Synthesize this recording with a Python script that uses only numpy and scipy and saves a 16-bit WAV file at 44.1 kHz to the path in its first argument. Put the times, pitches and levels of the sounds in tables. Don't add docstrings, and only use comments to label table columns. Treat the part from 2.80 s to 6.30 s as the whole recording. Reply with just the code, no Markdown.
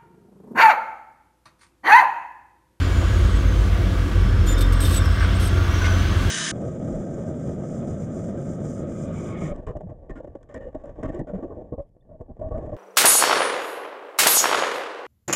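import sys
import numpy as np
from scipy import signal
from scipy.fft import rfft, irfft
from scipy.io import wavfile
from scipy.ndimage import uniform_filter1d

SR = 44100
rng = np.random.default_rng(int(sys.argv[2]) if len(sys.argv) > 2 else 0)


def makeup_ratio(level_db):
    decades = np.asarray(level_db, float) / 20
    return 10 ** decades


def wrap_up_sound(samples):
    columns = np.atleast_2d(samples).T
    tamed = np.clip(columns, -1, 1)
    steps = np.round(tamed * 32767).astype(np.int16)
    wavfile.write(sys.argv[1], SR, steps)


N = 154350
T = np.arange(N) / SR

# time_s, firing_hz
REVS = [(0.0, 59.17), (0.21, 57.31), (0.41, 54.73), (0.62, 52.49), (0.82, 51.94), (1.03, 51.93),
        (1.23, 50.5), (1.44, 47.15), (1.65, 43.41), (1.85, 42.84), (2.06, 47.69), (2.26, 52.13),
        (2.47, 55.45), (2.68, 59.15), (2.88, 64.24), (3.09, 65.75), (3.29, 69.92), (3.5, 73.69)]
# time_s, level_db
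TONE = [(0.0, -27), (0.41, -18.5), (0.82, -17.5), (1.23, -25.5), (1.65, -16.5), (2.06, -21.0), (2.47, -20),
        (2.88, -25), (3.29, -30), (3.5, -40.5)]
# firing_multiple, relative_db
DOZER_ORDERS = [(1, 0), (2, -12.5)]
# time_s, puff_db, clatter_db
BARK = [(0, -42.5, -35.5), (1.1, -49.5, -39), (1.8, -44, -36), (2.2, -35, -36), (2.45, -37, -33),
        (2.7, -43, -35.5), (3.08, -41, -33), (3.5, -43.5, -36)]
# centre_hz, width_hz, relative_db
STACK_MODES = [(1155, 120, 1.5), (1555, 180, 4)]
# centre_hz, width_hz, relative_db
BLOCK_MODES = [(979, 146, -4), (1152, 66, -0.5), (1294, 154, -1.5), (1520, 128, -1), (1694, 77, -3.5),
               (1906, 48, -6.5), (2088, 52, -7), (2268, 40, -7.5), (2728, 29, -11.5), (3250, 380, -5)]
# time_s, pitch_hz, level_db
TURBO = [(0, 7130, -51), (.25, 6850, -49), (.92, 6110, -55.5), (1.15, 5750, -66), (1.5, 5300, -52.5),
         (2.55, 5350, -48.5), (2.85, 5590, -59), (3.1, 6057, -49.5), (3.5, 6450, -60)]
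# time_s, pitch_hz, level_db
GEAR = [(2.55, 1323, -72), (2.7, 1360, -37.5), (2.95, 1450, -41), (3.15, 1520, -38), (3.33, 1535, -47),
        (3.45, 1606, -37.5)]
# start_s, hold_s, pitch_hz, level_db
PIN_SQUEALS = [(0.445, .14, 8000, -55), (1.669, 0.063, 7060, -35.5), (1.666, 0.2, 3600, -41),
               (1.926, 0.066, 8331, -47.5), (2.001, 0.045, 8451, -33), (2.105, 0.037, 8480, -43),
               (2.141, 0.05, 7940, -32.5), (2.021, 0.19, 3620, -42.5), (2.311, .289, 8231, -54.5),
               (2.611, 0.073, 8251, -42), (2.601, 0.08, 11000, -49), (2.831, .19, 6361, -53),
               (2.6, .23, 6351, -54)]
# start_s, hold_s, level_db
SCRAPES = [(1.66, 0.071, -41.5), (1.777, 0.019, -40.5), (1.805, 0.02, -33.5), (1.921, 0.015, -36.5),
           (2.001, 0.18, -35), (2.244, .015, -45.5), (2.593, 0.084, -42)]
# centre_hz, width_hz, relative_db
PIN_MODES = [(3230, 1600, 13.5), (6000, 2000, 3), (8380, 850, 9.5), (11900, 1200, 2.5), (14800, 1500, -1)]
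# time_s, level_db, brightest_hz
KNOCKS = [(0.224, -24, 520), (2.405, -27, 1750), (2.425, -23, 1600), (3.018, -21.5, 1550),
          (3.042, -22.5, 2090), (3.055, -24, 2970), (3.07, -23.5, 1180)]
# nominal_hz, t60_s
FRAME_MODES = [(520, 0.045), (1170, 0.063), (1570, .06), (1760, 0.046), (2090, 0.11)]
# firing_multiple, level_db
IDLER_ORDERS = [(1, -25.5), (2, -22), (3, -39.5), (4, -41.5)]
# centre_hz, width_hz, level_db
HULL_MODES = [(72, 20.4, -25.5), (103, 22, -29), (190.1, 26.6, -34), (272.5, 34.7, -36.5), (348, 57.3, -37),
              (501, 84, -41.5), (658, 75, -44.5)]
# frequency_hz, relative_density_db
ROAR_COLOUR = [(100, -8.5), (155, -29.5), (300, -13), (600, -22.5), (1500, -24), (3200, -24.5), (4300, -29),
               (6600, -35), (10000, -42), (15500, -48.5)]

DOZER_PHASE_ZERO_S = .0151
SILENCER_LAG_S = .021
PUFF_START_CYCLES, PUFF_DECAY_CYCLES, PUFF_SCATTER_DB = 1.264, 0.23, 3.5
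BLOW_DB = -1
TURBO_POLE_WIDTH_HZ, TURBO_PULSING = 130, .35
TURBO_FLUTTER_HZ = 260
GEAR_POLE_WIDTH_HZ = 30
SQUEAL_POLE_WIDTH_HZ, SQUEAL_OCTAVE_DB, SQUEAL_FLUTTER_DB = 80, -19, 2.
EDGE_S, RELEASE_S = .005, .006
SPARKLE_DB = -6.5
KNOCK_OCTAVES = .3
CRUNCH_DB, CRUNCH_DECAY_S = -9, .025
TREES_T60_S, TREES_DELAY_S, TREES_DB = 0.6, .012, -17
IDLER_HZ, IDLER_PHASE_ZERO_S = 44.26, .0048
ROAR_DB, ROAR_DB_PER_HZ = -36.5, 0.2068
TOP_HZ = 15720


def curve(table, col=1):
    return np.interp(T, [row[0] for row in table], [row[col] for row in table])


def unit(x):
    return x / np.sqrt(np.mean(x ** 2))


def walk(rate_hz):
    hold = int(SR / rate_hz)
    steps = np.repeat(rng.standard_normal(N // hold + 1), hold)
    return 1.58 * uniform_filter1d(uniform_filter1d(steps, hold), hold)[:N]


def ring(x, modes):
    out = 0
    for k, (hz, width_hz, db) in enumerate(modes):
        b, a = signal.iirpeak(hz, hz / width_hz / 1.55, SR)
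        mode = signal.lfilter(b, a, signal.lfilter(b, a, x))
        out = out + (-1) ** k * makeup_ratio(db) * unit(mode)
    return out


def waver(hz, pole_width_hz, steady):
    pole = np.exp(-np.pi * pole_width_hz / SR)
    z = signal.lfilter([1], np.convolve([1, -pole], [1, -pole]), rng.standard_normal((2, N)))
    blur = (z[0] + 1j * z[1]) / z.std() / 2 ** .5
    carrier = np.exp(2j * np.pi * np.cumsum(hz + 0 * T) / SR)
    return unit(np.real((steady + (1 - steady) * blur) * carrier))


def gate(start_s, hold_s):
    release = np.exp(-np.clip(T - start_s - hold_s, 0, 1) / RELEASE_S)
    return np.clip((T - start_s) / EDGE_S, 0, 1) * release


def firing_tones(cycles, orders, wobble_db):
    out = 0
    for multiple, db in orders:
        level = makeup_ratio(db + wobble_db * walk(5.78))
        out = out + level * 2 ** .5 * np.sin(2 * np.pi * multiple * cycles)
    return out


def exhaust_puffs(cycle):
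    size = makeup_ratio(PUFF_SCATTER_DB * rng.standard_normal(400))[np.floor(cycle).astype(int) + 2]
    puffs = unit(uniform_filter1d(size * np.exp(-(cycle % 1) / PUFF_DECAY_CYCLES), size=40))
    blows = unit(size * np.diff(np.floor(cycle), prepend=np.floor(cycle[0])))
    return puffs, blows


def stack_bark(puffs, blows):
    gas = puffs * rng.standard_normal(N)
    return makeup_ratio(curve(BARK)) * unit(ring(gas + makeup_ratio(BLOW_DB) * blows, STACK_MODES))


def block_clatter():
    level = makeup_ratio(curve(BARK, col=2) + 0.45 * walk(13))
    return level * unit(ring(rng.standard_normal(N), BLOCK_MODES))


def turbo_whistle(puffs):
    load = makeup_ratio(curve(BARK))
    hz = curve(TURBO) + TURBO_FLUTTER_HZ * load / load.max() * walk(400)
    level = makeup_ratio(curve(TURBO, col=2) + 2.5 * walk(10))
    return level * waver(hz, TURBO_POLE_WIDTH_HZ, 0.) * unit(1 + TURBO_PULSING * puffs)


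def gear_whine():
    return makeup_ratio(curve(GEAR, col=2)) * waver(curve(GEAR), GEAR_POLE_WIDTH_HZ, 0.38)


def dozer():
    hz = curve(REVS)
    cycles = np.cumsum(hz) / SR - hz[0] * DOZER_PHASE_ZERO_S
    puffs, blows = exhaust_puffs(cycles + SILENCER_LAG_S * hz - PUFF_START_CYCLES)
    tone = makeup_ratio(curve(TONE)) * firing_tones(cycles, DOZER_ORDERS, 0.32)
    return tone + stack_bark(puffs, blows) + block_clatter() + turbo_whistle(puffs) + gear_whine()


def pin_squeals():
    out = 0
    for start_s, hold_s, hz, db in PIN_SQUEALS:
        steady = .75 if db > -40 else .4
        tone = waver(hz, SQUEAL_POLE_WIDTH_HZ, steady)
        if 2 * hz < TOP_HZ:
            tone = tone + makeup_ratio(SQUEAL_OCTAVE_DB) * waver(2 * hz, 2 * SQUEAL_POLE_WIDTH_HZ, steady)
        out = out + makeup_ratio(db + SQUEAL_FLUTTER_DB * walk(70)) * gate(start_s, hold_s) * tone
    return out


def scrapes():
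    grit = unit(ring(makeup_ratio(1.8 * walk(200)) * rng.standard_normal(N), PIN_MODES))
    flares = 0
    for hz in rng.uniform(7600., 13200., size=48):
        flares = flares + makeup_ratio(6. * np.clip(walk(50), -2, 1.5)) * waver(hz, 130., 0.)
    gates = sum(makeup_ratio(db) * gate(start_s, hold_s) for start_s, hold_s, db in SCRAPES)
    return (grit + makeup_ratio(SPARKLE_DB) * unit(flares)) * gates


def knocks():
    out = 0
    for time_s, db, brightest_hz in KNOCKS:
        t = np.clip(T - time_s, 0, 9)
        crunch = ring(rng.standard_normal(N), [(brightest_hz, 0.73 * brightest_hz, db + CRUNCH_DB)])
        out = out + (t > 0) * np.exp(-t / CRUNCH_DECAY_S) * crunch
        for hz, t60_s in FRAME_MODES:
            level_z, pitch_z = rng.standard_normal(2)
            distance = np.log2(hz / brightest_hz) / KNOCK_OCTAVES
            level = makeup_ratio(db + 1.6 * level_z - 8.4 * distance ** 2)
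            envelope = makeup_ratio(-60 * t / t60_s) * (1 - np.exp(-t / 0.00084))
            out = out + level * np.sin(2 * np.pi * hz * (1 + 0.011 * pitch_z) * t) * envelope
    return out


def idler():
    return firing_tones(IDLER_HZ * (T - IDLER_PHASE_ZERO_S), IDLER_ORDERS, 0.94)


def hull_boom():
    return sum(makeup_ratio(1.67 * walk(4.91)) * ring(rng.standard_normal(N), [mode]) for mode in HULL_MODES)


def roar():
    f = np.maximum(np.arange(N // 2 + 1) * SR / N, 1)
    hz, db = np.transpose(ROAR_COLOUR)
    spectrum = rfft(rng.standard_normal(N)) * makeup_ratio(np.interp(np.log(f), np.log(hz), db))
    out = 0
    for centre_hz in 125 * 2. ** np.arange(8):
        band = np.cos(np.pi / 2 * np.clip(np.log2(f / centre_hz), -1, 1)) ** 2
        out = out + makeup_ratio(0.92 * walk(9.24)) * irfft(spectrum * band, N)
    faster_hz = curve(REVS) - np.mean(curve(REVS))
    return makeup_ratio(ROAR_DB + ROAR_DB_PER_HZ * faster_hz) * unit(out)


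def tree_echo(sharp):
    t = T[:SR // 2]
    tail = rng.standard_normal(len(t)) * makeup_ratio(-60 * t / TREES_T60_S) * (t > TREES_DELAY_S)
    return makeup_ratio(TREES_DB) * signal.fftconvolve(sharp, tail / np.sqrt(np.sum(tail ** 2)))[:N]


def scene():
    sharp = pin_squeals() + scrapes() + knocks()
    return (dozer() + sharp + idler() + hull_boom() + roar() + tree_echo(sharp))[None]


def top_cut(x):
    return signal.sosfilt(signal.butter(12, 16670, fs=SR, output="sos"), x)


def record(dry):
    low_pass = signal.ellip(10, .2, 70, TOP_HZ, fs=SR, output="sos")
    mix = signal.sosfilt(low_pass, dry)
    return top_cut(mix)


dry = scene()
out = record(dry)
wrap_up_sound(out)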